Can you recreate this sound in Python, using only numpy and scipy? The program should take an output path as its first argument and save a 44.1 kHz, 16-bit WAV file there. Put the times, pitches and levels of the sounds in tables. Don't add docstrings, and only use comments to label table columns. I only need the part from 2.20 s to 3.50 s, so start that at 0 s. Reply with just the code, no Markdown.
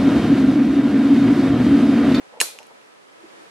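import sys
import numpy as np
from scipy import signal
from scipy.fft import rfft, irfft, next_fast_len
from scipy.io import wavfile
from scipy.ndimage import map_coordinates

SR = 44100
rng = np.random.default_rng(int(sys.argv[2]) if len(sys.argv) > 2 else 0)


def to_wav(s):
    ch = np.atleast_2d(s).T
    pcm = np.round(np.clip(ch, -1, 1) * 32767)
    wavfile.write(sys.argv[1], SR, pcm.astype(np.int16))


N = 57330


def amp(db):
    return 10 ** (np.asarray(db) / 20)


def unit(x):
    return x / np.sqrt(np.mean(x ** 2) + 1e-20)


def along(points, hz):
    f, value = np.transpose(points)
    return np.interp(np.log(hz + 1), np.log(f + 1), value)


def curve(rows):
    return np.interp(np.arange(N) / SR, *np.transpose(rows))


def wobble(rate):
    points = rng.standard_normal(int(N * rate / SR) + 4)
    return map_coordinates(points, [np.arange(N) * rate / SR])


def delay(f, seconds):
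    return np.exp(-2j * np.pi * f * seconds)


def filtered(x, response):
    size = next_fast_len(N + SR // 2)
    f = np.fft.rfftfreq(size, 1 / SR)
    return irfft(rfft(x, size) * response(f), size)[..., :N]


def spread(pair, alike):
    angle = np.arccos(np.clip(alike, -1, 1)) / 2
    mid, side = np.cos(angle) * pair[0], np.sin(angle) * pair[1]
    return np.array([mid + side, mid - side])


def hollow(level, body, alike, lumpy_db, rate):
    def peaks(f):
        return sum(amp(db) / (1 + (2 * (f - centre) / width) ** 2) for centre, width, db in body)

    noise = filtered(spread(rng.standard_normal((2, N)), alike), peaks)
    return unit(noise * amp(lumpy_db * wobble(rate))) * amp(curve(level))


# f/Hz, relative level/dB
HISS_COLOUR = [(15, -84.5), (25, -45.5), (182, -8), (219, -7), (250, -5), (286, -5.5), (436, -0.5),
               (473, -4.5), (539, -2), (1070, -7.5), (1260, -5.5), (1360, -9), (1680, -8), (10500, -28),
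               (14000, -41.5)]
# f/Hz, likeness from -1 to 1
HISS_ALIKE = [(60, -0.16), (180, -0.59), (520, -0.66), (1550, -0.5), (4590, -0.25), (13600, 0.4)]
HISS_DB, LEFT_MINUS_RIGHT_DB = -48.5, -1.04


def hiss():
    def mid_and_side(f):
        angle = np.arccos(np.clip(along(HISS_ALIKE, f), -1, 1)) / 2
        return amp(along(HISS_COLOUR, f)) * [np.cos(angle), np.sin(angle)]

    mid, side = filtered(rng.standard_normal((2, N)), mid_and_side)
    return unit(np.array([mid + side, mid - side])) * amp(HISS_DB + 1.2 * wobble(4.92))


# f/Hz, level/dB before the common lift
FAN = [(996, -70), (1308, -67.5), (544, -71)]
FAN_LIFT_DB = 2.5


def fan():
    t = np.arange(N) / SR
    hum = np.zeros(N)
    for hz, db in FAN:
        level = amp(db + FAN_LIFT_DB + 3 * wobble(12.36))
        hum += level * np.sin(2 * np.pi * hz * t + 1.0 * wobble(16.35))
    return hum


def air():
    return (hiss() + fan()) * amp([[LEFT_MINUS_RIGHT_DB / 2], [-LEFT_MINUS_RIGHT_DB / 2]])


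# t/s, level/dB
SWELL_LEVEL = [(0.5, -72.5), (0.696, -62.5), (0.712, -61), (0.75, -98), (0.798, -73), (0.854, -86),
               (1.056, -51.5), (1.082, -58), (1.3, -60)]
# f/Hz, width/Hz, relative level/dB
SWELL_BODY = [(331, 100, -0.5), (450, 55, -14)]


def low_swell():
    return hollow(SWELL_LEVEL, SWELL_BODY, alike=0.7, lumpy_db=4, rate=43)


# t/s, level/dB
RUB_LEVEL = [(0, -55), (.12, -65), (.15, -48), (.185, -42.5), (.24, -45.5), (.3, -55.5), (.37, -55.5),
             (.4, -45.5), (.44, -54), (.5, -54.5), (.6, -73), (1.3, -57)]
# f/Hz, width/Hz, relative level/dB
RUB_RESONANCES = [(471, 73, 6), (588, 103, -1.5), (869, 310, -1.5)]


def hands():
    return hollow(RUB_LEVEL, RUB_RESONANCES, alike=1.0, lumpy_db=5.0, rate=60)


# f/Hz, level/dB
WALL = [(500, -16), (2600, -18), (5000, -18), (8000, -17), (10500, -10)]
WALL_DELAY_S = .0065


def wall(near):
    return filtered(near, lambda f: amp(along(WALL, f)) * delay(f, WALL_DELAY_S))


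# f/Hz, t/s
ROOM_FADE = [(300, 0.26), (1000, 0.22), (2700, 0.46), (4500, 0.37), (8000, 0.3), (12000, .27)]
# f/Hz, level/dB
ROOM_COLOUR = [(120, -37), (300, -8.5), (1000, -4), (2700, -12), (4500, -6), (8000, -5), (12000, -9.5)]
ROOM_LIKENESS = 0.103


def room(scattered):
    hz, t, grid = signal.stft(rng.standard_normal((2, SR // 2)), SR, nperseg=256)
    fade = amp(-60 * t / along(ROOM_FADE, hz)[:, None])
    tail = signal.istft(grid * fade, SR, nperseg=256)[1]
    tail = spread(tail / np.linalg.norm(tail[0]), ROOM_LIKENESS)
    wet = signal.fftconvolve(scattered[None], tail, axes=1)[:, :N]
    return filtered(wet, lambda f: amp(along(ROOM_COLOUR, f)))


# t/s, then six levels/dB, one for each band below, then rise time/ms
HITS = [(.2019, -30, -8, -22, -22, -12, -21, 1.0), (.2059, -32, -17, -18, -18, -14, -17, .7),
        (.2080, -36, -13, -28, -28, -26, -26, .9), (.2129, -10, -11, -9, -13, -13, -6, .7),
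        (.3879, -43, -30, -46, -31, -45, -47, .3), (.4225, -66, -48, -62, -50, -60, -62, .6),
        (.4300, -64, -40, -48, -47, -50, -50, .5), (.4680, -75, -66, -62, -62, -60, -49, .5),
        (.6150, -75, -47, -64, -64, -66, -68, .5)]
HIT_BANDS = [1700, 2600, 4200, 5400, 7500, 10500]
# f/Hz, level/dB on top of the contact's, time to fade by 60 dB t/s
LOCK_TONES = [(518, -9, 0.0159), (1033, 8.5, 0.005), (1728, 2.5, 0.011), (2520, -4, 0.011),
              (2740, 5.5, 0.0083), (4620, -33.5, 0.32), (4165, 4, 0.01), (5150, 4.5, 0.0068),
              (6645, 5.5, 0.008), (7490, -4.5, 0.011), (8000, 10.5, 0.0046), (9450, 3, 0.0073),
              (10450, 5, 0.0083), (11810, -1.5, 0.011)]
# f/Hz, level/dB
LOCK_LEFT = [(500, -.5), (2600, -4.5), (4500, -1), (8000, -.5), (12000, -2)]
SCATTER_DB = 1.5
PORT_PHASE = 1.2
CRACK_DB, CRACK_FADE_S = -3, .006
PUSH_DB, PUSH_S = -18.5, 0.00035
BLOW_DB, ROOM_START_S = 25.5, 0.0017


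def ring(colour, rise, t, side):
    hz, db, fade_s = np.transpose(LOCK_TONES)[:, :, None]
    level_chance, phase_chance, gap_chance = side[1]
    level = along(colour, hz) + db + SCATTER_DB * level_chance - 60 * t / fade_s
    gap = side[0] * PORT_PHASE * hz / 6000 * gap_chance
    tones = np.sin(2 * np.pi * hz * t + .5 * phase_chance + gap)
    return rise * (amp(level + side[0] * along(LOCK_LEFT, hz)) * tones).sum(0)


def crack(colour, rise, t, f):
    pair = spread(rng.standard_normal((2, len(t))), .4)
    noise = irfft(rfft(pair) * amp(along(colour, f)) * f / (f + 600))
    return amp(CRACK_DB - 60 * t / CRACK_FADE_S) * rise * noise


def push(low_db, t):
    x = t / PUSH_S
    return amp(low_db + PUSH_DB) * x * np.exp(1 - x) * (1 - x / 2.77)


def padlock():
    near, blows = np.zeros((2, N + SR)), np.zeros(N + SR)
    t = np.arange(SR // 5) / SR
    f = np.fft.rfftfreq(len(t), 1 / SR)
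    for start, *band_db, rise_ms in HITS:
        at = slice(round(start * SR), round(start * SR) + len(t))
        colour = list(zip(HIT_BANDS, band_db))
        rise = np.sin(np.pi / 2 * np.clip(t * 1000 / rise_ms, 0, 1)) ** 2
        chance = rng.standard_normal((3, len(LOCK_TONES), 1))
        near[:, at] += crack(colour, rise, t, f) + push(band_db[0], t)
        blows[at] += irfft(amp(along(colour, f) + BLOW_DB) * delay(f, ROOM_START_S))
        for channel, half in enumerate((.5, -.5)):
            near[channel, at] += ring(colour, rise, t, (half, chance))
    return near[:, :N], blows[:N]


RING_TO_ROOM_DB = -13


def scene():
    near, blows = padlock()
    to_room = blows + amp(RING_TO_ROOM_DB) * near.mean(0)
    return air() + low_swell() + hands() + wall(near) + room(to_room) + near


CEILING, ROLL_OFF_HZ, TOP_HZ = .8, 12800, 14200


def record(dry):
    soft = dry / (1 + np.abs(dry / CEILING) ** 6) ** (1 / 6)
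    return filtered(soft, lambda f: (f < TOP_HZ) / (1 + (f / ROLL_OFF_HZ) ** 60))


dry = scene()
out = record(dry)
to_wav(out)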